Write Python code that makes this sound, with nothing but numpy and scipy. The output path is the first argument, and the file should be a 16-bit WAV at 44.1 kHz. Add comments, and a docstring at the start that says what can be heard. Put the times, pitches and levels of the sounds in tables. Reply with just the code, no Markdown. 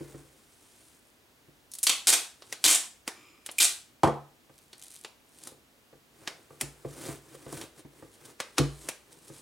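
"""Tape, box and bench

Sticky tape is pulled off its roll in short rips of fast clicks, and the film snaps in small crackles.
A fingernail scrapes round the roll, which then drops on a workbench with a clap, a ring and two bounces.
The strip crinkles, fingers rub with hiss and rumble, and a small wooden box knocks and rings.
A small workshop adds a short echo and faint, steady noise."""
import sys
import numpy as np
from scipy import signal
from scipy.fft import rfft, irfft, next_fast_len
from scipy.io import wavfile
from scipy.ndimage import uniform_filter1d

SR = 44100
rng = np.random.default_rng(int(sys.argv[2]) if len(sys.argv) > 2 else 0)


def materialize(psi):
    """Save the field psi as 16-bit PCM at rate SR to the path in sys.argv[1].

    A 1-D psi becomes a single channel; in a 2-D psi each row is a channel.
    """
    bounded = np.clip(np.atleast_2d(psi).T, -1, 1)
    quanta = np.round(bounded * 32767).astype(np.int16)
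    wavfile.write(sys.argv[1], SR, quanta)


N = 414981  # length of the scene in samples


def undb(db):
    """Turn decibels into a gain."""
    return 10 ** (np.asarray(db) / 20)


def unit(x, seconds):
    """Scale a sound so that its energy equals that of rms 1 held for the given time."""
    return x / np.sqrt(np.sum(x ** 2) / (seconds * SR) + 1e-18)


def add(track, start, sound):
    """Mix a sound into a track at a time in seconds."""
    i = max(int(start * SR), 0)
    track[i:i + len(sound)] += sound[:max(len(track) - i, 0)]


def colour(x, points, tilt_db=0, peak_hz=1000, peak_db=0):
    """Filter through (Hz, dB) points, with a tilt per octave above 1200 Hz and one broad resonance."""
    n = next_fast_len(len(x), real=True)
    n += n % 2
    octave = np.log2(np.maximum(np.arange(n // 2 + 1) * SR / n, 1))
    hz, level = np.transpose(points)
    db = np.interp(octave, np.log2(hz), level)
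    db = db + tilt_db * np.log2(np.maximum(2 ** octave / 1200, 1))
    db = db + peak_db * np.exp(-((octave - np.log2(peak_hz)) / 0.45) ** 2)
    # folding the cepstrum makes the filter answer only after the sound arrives
    cepstrum = irfft(np.log(undb(db)))
    cepstrum[1:n // 2] *= 2
    cepstrum[n // 2 + 1:] = 0
    response = np.exp(rfft(cepstrum))
    return irfft(rfft(x, n) * response, n)[:len(x)]


def fade(t, t60):
    """Die away smoothly, falling 60 dB in t60 seconds."""
    return np.exp(-np.log(1000) * t / max(t60, 1e-3))


def burst(t, t60):
    """Dying cluster of tiny cracks of uneven size."""
    return rng.laplace(size=len(t)) * fade(t, t60)


def ring(t, modes, soft_hz, scatter_db):
    """Struck wood rings at its own notes; uneven hits vary them and a soft contact weakens the high ones."""
    out = 0
    for k, (hz, db, t60) in enumerate(modes):
        softening = np.hypot(1, (hz / soft_hz) ** 3)
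        size = undb(db + scatter_db * rng.standard_normal()) / softening
        sign = (-1) ** k
        out = out + sign * size * fade(t, t60) * np.sin(2 * np.pi * hz * t)
    return out


def walk(rate):
    """Random drift with a spread of 1, stepping about rate times a second."""
    k = int(SR / rate)
    steps = np.repeat(rng.standard_normal(N // k + 1), k)
    drift = uniform_filter1d(steps, k)[:N]
    return drift / drift.std()


def swell(fastest, rise, fall):
    """Speed of a hand movement that gathers pace and stops; all three settings in seconds."""
    t = np.arange(N) / SR - fastest
    return np.exp(-2 * np.abs(t / np.where(t < 0, rise, fall)) ** 1.5)


# strokes and crinkles die away in this share of the time they took to swell
FALL_SHARE = .33


def stereo(mid, side):
    """Left and right from a middle and a side signal."""
    return mid + side * np.array([[1], [-1]])


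# colour of the room noise: (frequency [Hz], relative level [dB])
AIR_COLOUR = [(15, -39.5), (25, -8.5), (111, -12), (190, -14), (229, -10), (1230, -20.5), (1610, -21.5),
              (16000, -29.5)]
AIR_DB = -63.5


def air():
    """Faint, steady room noise and hiss, partly different on each side."""
    mid, side = (unit(colour(rng.standard_normal(N), AIR_COLOUR), N / SR) for _ in range(2))
    side = colour(side, [(300, -7), (3000, 1.0), (12000, -19)])
    return undb(AIR_DB) * stereo(mid, side)


# notes of the hollow box: (frequency [Hz], relative level [dB], time to fall 60 dB [s])
BOX_MODES = [(57.6, -13, 0.52), (142.3, -3.5, 0.27), (237, -2, 0.132), (278.9, -6.5, 0.22),
             (330.4, 4.5, 0.1), (352, 4.5, 0.17), (448, 0, 0.19), (523, 10.5, 0.043), (678, -7, 0.12),
             (822, -2, 0.14), (1167, 12, 0.06)]
# colour of rattling and rubbed wood: (frequency [Hz], relative level [dB])
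WOOD_COLOUR = [(60, -15), (145, 1.5), (200, -11), (330, 4), (700, -11), (1300, -12.5), (2000, -14),
               (4000, -24)]


def knock(soft_hz, rattle_db=-6, rattle_t60=0.071, push_s=0.0015):
    """The hollow box rings with the knock of a soft finger, and its loose joints rattle."""
    t = np.arange(SR // 2) / SR
    panels = unit(ring(t, BOX_MODES, soft_hz, scatter_db=1), 0.035)
    rattle = colour(burst(t, rattle_t60), WOOD_COLOUR)
    rattle = signal.lfilter(*signal.butter(1, min(2 * soft_hz, SR / 4), fs=SR), rattle)
    push = 1 - np.exp(-t / push_s)
    return push * (panels + undb(rattle_db) * unit(rattle, 0.074))


# knocks and taps on the box: (time [s], level [dB], softness corner [Hz])
BOX_KNOCKS = [(.006, -42.5, 385), (.142, -47, 400), (1.481, -60.5, 350), (4.495, -60, 900),
              (5.518, -57, 640), (5.927, -57, 680), (6.505, -53.5, 1190), (6.616, -41.5, 260),
              (6.847, -40, 700), (7.084, -41.5, 485), (7.345, -53.5, 603), (7.463, -45, 724),
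              (7.527, -46.5, 340), (7.848, -51.5, 300), (8.023, -50, 776), (8.583, -28, 720),
              (9.298, -50, 444)]
# a knock tips the box, which settles back with a dull bump
SETTLE_S, SETTLE_SOFT_HZ = .0142, 187
# knock level at which the bump is equally loud, and how fast its share grows with the knock
EVEN_BUMP_AT_DB, BUMP_DB_PER_DB = -31, 1


def knocks():
    """Each tap rings the box and rocks it on the bench; the harder the tap, the larger the bump's share."""
    out = np.zeros(N)
    for start, db, soft_hz in BOX_KNOCKS:
        bump_db = db + BUMP_DB_PER_DB * (db - EVEN_BUMP_AT_DB)
        add(out, start, undb(db) * knock(soft_hz))
        add(out, start + SETTLE_S, undb(bump_db) * knock(SETTLE_SOFT_HZ))
    return out


# finger strokes: (time when fastest [s], swell [s], hiss level [dB], rumble level in the wood [dB])
FINGER_STROKES = [(0.029, 1, -64, -54.5), (.83, 0.72, -63, -72), (2.526, .15, -57, -62.5),
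                  (4.95, 0.27, -60.5, -83), (5.478, 0.18, -56, -60), (6.3, 0.21, -68, -59.5),
                  (7.065, 0.18, -50.5, -47), (7.355, 0.014, -60, -50), (7.617, 0.21, -52.5, -48.5),
                  (7.801, 0.057, -59, -55), (8.15, 0.053, -61, -76), (8.26, 0.018, -50, -61),
                  (8.84, 0.33, -57.5, -75), (9.129, 0.0083, -50, -82), (9.378, 0.21, -56, -62)]
# colour of skin or creases on the film: (frequency [Hz], relative level [dB])
FILM_HISS = [(1500, -9), (3500, -2.5), (6000, -3.5), (9200, 3), (12000, -6.5), (16000, -21.5)]
# from this time on, the hands also keep shifting on the box
HOLD_FROM_S, HOLD_HISS_DB, HOLD_WOOD_DB = 6.1, -71.5, -63.5


def rubbing(fidget_db=6.5, fidget_rate=12):
    """Skin catches on the tape in dense, uneven grains that hiss on the film and rumble in the wood."""
    hold_on = np.clip((np.arange(N) / SR - HOLD_FROM_S) * 10, 0, 1)
    holding = hold_on * undb(fidget_db * walk(fidget_rate))
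    speed = undb(HOLD_HISS_DB) * holding
    pressure = undb(HOLD_WOOD_DB) * holding
    for fastest, rise, hiss_db, wood_db in FINGER_STROKES:
        stroke = swell(fastest, rise, FALL_SHARE * rise)
        speed += undb(hiss_db) * stroke
        pressure += undb(wood_db) * stroke
    unevenness_db = 3.2 * walk(rate=2000) + 1.3 * walk(rate=90)
    grains = rng.standard_normal(N) * undb(unevenness_db)
    hiss = unit(colour(grains, FILM_HISS), N / SR)
    rumble = unit(colour(grains, WOOD_COLOUR), N / SR)
    return speed * hiss + pressure * rumble


# flexes of the loose strip: (time when fastest [s], swell [s], level [dB])
STRIP_FLEXES = [(1.0, 0.4, -67.5), (4.6, 0.059, -62.5), (4.83, 0.059, -54.5), (4.965, 0.32, -50.5),
                (5.46, 0.18, -56), (7.58, 0.16, -66), (9.3, .08, -58)]


def crinkling(scatter_db=5, tilt_db=2):
    """Small creases pop one after another while the strip bends."""
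    ticks_per_s, tick_t60 = 220, 0.009
    flex = sum(undb(db) * swell(fastest, rise, FALL_SHARE * rise) for fastest, rise, db in STRIP_FLEXES)
    pops = (rng.random(N) < ticks_per_s / SR) * undb(scatter_db * rng.standard_normal(N))
    tick_shape = fade(np.arange(SR // 20) / SR, tick_t60)
    ticks = signal.fftconvolve(pops, tick_shape)[:N] * rng.standard_normal(N)
    return flex * unit(colour(ticks, FILM_HISS, tilt_db), N / SR)


# tape snaps: (time [s], level before colouring [dB], body [dB], crispness [dB])
TAPE_SNAPS = [(1.7167, -44.5, -24, 8), (1.7366, -43, -10, 14.5), (1.7515, -44, -5, 14),
              (1.7863, -40.5, -10, 13.5), (2.422, -42.5, 7.5, -8), (2.5256, -26, -2, -1),
              (3.0769, -26, 6, 1.5), (3.462, -35.5, -1, 8), (3.49, -33, 4, -31), (3.5143, -52.5, 5, 21.5),
              (4.7307, -41, 2.5, -5), (5.0468, -34, 7, -5), (5.472, -41.5, 10.5, 11), (6.275, -24, 4, -8.5),
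              (6.6108, -25, 3.5, 7.5), (7.526, -45, 20, 10.5), (7.6129, -34.5, 7.5, -3),
              (8.4021, -24, 5, -4), (8.5816, -13.5, 1.5, -4.5), (8.8875, -26.5, 5.5, 4)]
# a louder snap frees a larger patch of film, which rings lower
FILM_HZ, FILM_AT_DB, FILM_DB_PER_OCTAVE, SNAP_T60_S = 2183, -26.5, 16, .043


def snaps(film_db=5, creep_db=-18, creep_t60=0.033):
    """The stiff film creeps for a moment, then buckles or comes unstuck; what it is stuck to lends it body."""
    out, t = np.zeros(N), np.arange(SR // 8) / SR
    for start, db, low, high in TAPE_SNAPS:
        film_hz = FILM_HZ * 2 ** ((FILM_AT_DB - db) / FILM_DB_PER_OCTAVE)
        shape = [(80, low - 18), (350, low + 1), (900, low - 2), (2400, min(low / 2, 0)),
                 (4500, -0.17), (10000, high), (13500, high - 15)]
        creep = undb(creep_db) * burst(t, creep_t60)[::-1]  # reversed, so it grows
        crack = unit(np.concatenate([creep, burst(t, SNAP_T60_S)]), 0.005)
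        snap = colour(crack, shape, peak_hz=film_hz, peak_db=film_db)
        add(out, start - len(t) / SR, undb(db) * snap)
    return out


# pulls on the tape: (time [s], length [s], level [dB], tilt [dB per octave],
# resonance of the free strip [Hz], gain of that resonance [dB])
TAPE_PULLS = [ (1.8303, .013, -22.5, 4.5, 9000, 5), (1.868, 0.0074, -16, 0, 3750, 6),
              (1.895, 0.0074, -17.5, -1, 3200, 5.5), (2.071, 0.035, -17.5, 0.5, 4300, 3),
              (2.126, 0.018, -18.5, -.5, 7470, 0), (2.641, .027, -17.5, -0.16, 3600, 6.5),
              (2.678, 0.089, -21.5, 0, 3500, -0.5), (3.584, 0.0062, -20.5, 5.5, 2400, 20),
              (3.602, 0.054, -19.5, 1, 3800, 8), ]
# colour of peeling tape: (frequency [Hz], relative level [dB])
PEEL_COLOUR = [(120, -38.5), (300, -3), (600, -7), (1300, -4.5), (2000, -1.5), (3500, 0.5), (5500, 2),
               (8300, 6), (10500, 1.5), (13000, -6), (16000, -17.5)]
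# in every pull the slips slow down from the first rate towards the last
FIRST_SLIP_HZ, LAST_SLIP_HZ, SLOWING_S = 1191, 453.8, .03
# the ring of the short strip gives way to a thin sizzle as it lengthens
LENGTHEN_S, SIZZLE_HZ, SIZZLE_DB = 0.025, 8400, 4
# the roll's hollow core booms once, just before the longest rip
CORE_AT_S, CORE_HZ, CORE_DB, CORE_T60_S = 2.661, 314, -31.5, 0.076


def rips(jitter=.33, scatter_db=3, fibre_db=-2, fibre_t60=0.013, breakaway_db=4, creep_db=-33, creep_t60=0.16):
    """The glue sticks and slips in quick succession; each slip is a click and a fizz of breaking threads."""
    out, t = np.zeros(N), np.arange(SR // 8) / SR
    slip_rate = LAST_SLIP_HZ + (FIRST_SLIP_HZ - LAST_SLIP_HZ) * np.exp(-t / SLOWING_S)
    cycles = np.cumsum(slip_rate) / SR
    short = np.exp(-(t / LENGTHEN_S) ** 2)
    for start, length, db, tilt_db, strip_hz, strip_db in TAPE_PULLS:
        gap, size = rng.standard_normal((128, 2)).T
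        turns = np.cumsum(np.exp(jitter * gap))  # uneven waits between slips
        when = np.interp(turns - turns[0], cycles, t)
        live = when < length
        slips = np.zeros(len(t))
        slips[(when[live] * SR).astype(int)] = undb(scatter_db * size[live])
        slips[0] = undb(breakaway_db)  # glue that has rested holds hardest
        threads = signal.fftconvolve(slips, fade(t, fibre_t60))[:len(t)] * rng.standard_normal(len(t))
        peel = unit(slips, length) + undb(fibre_db) * unit(threads, length)
        strip = colour(peel * short, PEEL_COLOUR, tilt_db, strip_hz, strip_db)
        sizzle = colour(peel * (1 - short), PEEL_COLOUR, tilt_db, SIZZLE_HZ, SIZZLE_DB)
        add(out, start, undb(db) * unit(strip + sizzle, length))
        creep = colour(burst(t, creep_t60)[::-1], PEEL_COLOUR)  # the glue creeps as the pull builds
        add(out, start - len(t) / SR, undb(db + creep_db) * unit(creep, 0.01))
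    core = fade(t, CORE_T60_S) * np.sin(2 * np.pi * CORE_HZ * t)
    add(out, CORE_AT_S, undb(CORE_DB) * core)
    return out


# resonances of the roll: (frequency [Hz], half the bandwidth [Hz], relative level [dB])
ROLL_MODES = [(321.4, 19, -0.5), (1180, 51, -7), (2340, 180, -9.5), (5040, 48, -11.5), (7010, 51, -12.5)]
# a fingernail slides round the roll to find the tape's end
NAIL_AT_S, NAIL_SWELL_S, NAIL_FALL_S, NAIL_DB = 3.2, .12, .3, -57


def nail(grain_db=3, width=2.0):
    """A nail scrapes faintly along the roll and excites its narrow resonances."""
    grains = rng.standard_normal(N) * undb(grain_db * walk(rate=1100))
    scrape = np.zeros(N)
    for hz, half_width, db in ROLL_MODES:
        resonance = signal.iirpeak(hz, hz / (width * half_width), fs=SR)
        scrape += undb(db) * signal.lfilter(*resonance, grains)
    return undb(NAIL_DB) * swell(NAIL_AT_S, NAIL_SWELL_S, NAIL_FALL_S) * unit(scrape, N / SR)


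# the roll lands and bounces: (time [s], level of the bench's ring [dB])
ROLL_LANDINGS = [(4.0334, -21), (4.0431, -30), (4.0738, -30.5)]
# notes of the bench top: (frequency [Hz], relative level [dB], time to fall 60 dB [s])
BENCH_MODES = [(142.4, -1.5, 0.39), (176.2, -10.5, 0.17), (222, -6.5, 0.33), (337, 7, 0.1), (357, -4, 0.19),
               (484, -2, 0.18), (547, 1, 0.055), (806, -7, 0.15), (970, -10, 0.1)]
# colour of the landing's clap: (frequency [Hz], relative level [dB])
CLAP_COLOUR = [(45, -8), (150, -4.5), (500, -1.5), (1100, -3.5), (1600, -13.5), (2300, -24), (4000, -31),
               (10000, -34.5), (16000, -57.5)]


def roll(thud_db=4, thud_t60=0.14, scuff_t60=0.032):
    """The heavy roll drops on the bench: a dull clap and a dense shudder over the modes of the top."""
    out, t = np.zeros(N), np.arange(SR // 2) / SR
    for start, db in ROLL_LANDINGS:
        top = unit(ring(t, BENCH_MODES, soft_hz=1800, scatter_db=2.0), 0.027)
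        shudder = burst(t, thud_t60) + 2 * burst(t, scuff_t60)
        clap = unit(colour(shudder, CLAP_COLOUR), 0.019)
        add(out, start, undb(db) * (top + undb(thud_db) * clap))
    return out


def spread(x, side_db=-10, corner_hz=1400):
    """The broad bench top radiates the low notes, whose shifted phase makes left and right differ."""
    low = signal.sosfiltfilt(signal.butter(1, corner_hz, fs=SR, output="sos"), x)
    quarter_turn = signal.hilbert(low, next_fast_len(N))[:N].imag
    return stereo(x, undb(side_db) * quarter_turn)


# the workshop's echo: (frequency [Hz], level relative to the sound sent in [dB])
ECHO_COLOUR = [(80, -13.5), (180, -13.5), (330, -11), (600, -6), (1500, -8), (4000, -7), (8500, -9.5),
               (15000, -12)]


def workshop(x, low_t60=0.37, high_t60=0.3, build_s=0.0022):
    """Bench and walls return a short, dense echo whose treble dies first, a little different on each side."""
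    t = np.arange(SR // 2) / SR
    tails = []
    for _ in range(2):
        noise = rng.standard_normal(len(t))
        low = signal.lfilter(*signal.butter(1, 3000, fs=SR), noise)
        decay = low * fade(t, low_t60) + (noise - low) * fade(t, high_t60)
        tail = decay * (1 - np.exp(-t / build_s))
        tails.append(colour(unit(tail, 1 / SR), ECHO_COLOUR))
    side = colour(tails[1], [(130, -15.5), (400, -11.5), (1500, -7.5), (9000, -9.0), (13000, -36.5)])
    return stereo(signal.fftconvolve(x, tails[0])[:N], signal.fftconvolve(x, side)[:N])


def scene(further_db=5.5, count=3):
    """The box lies under the microphone; the roll is pulled further off, so more of it comes from the room."""
    tape = rips()
    wood = knocks() + rubbing() + roll()
    handling = crinkling() + nail()
    # buckling film sends a different crackle towards each wall, which evens out the colour of its echo
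    snap_echo = sum(workshop(snaps()) for _ in range(count)) / np.sqrt(count)
    direct = tape + handling + snaps() + spread(wood)
    echo = workshop(undb(further_db) * tape + wood + handling)
    return direct + echo + snap_echo + air()


def record(dry, low_cut_hz=48, top_hz=16000):
    """The recorder thins the deep bass, rounds the highest peaks and cuts the top."""
    thin = signal.sosfilt(signal.butter(3, low_cut_hz, "high", fs=SR, output="sos"), dry)
    rounded = .7 * np.tanh(thin / .7)
    return signal.sosfilt(signal.ellip(10, .2, 70, top_hz, fs=SR, output="sos"), rounded)


dry = scene()
out = record(dry)
materialize(out)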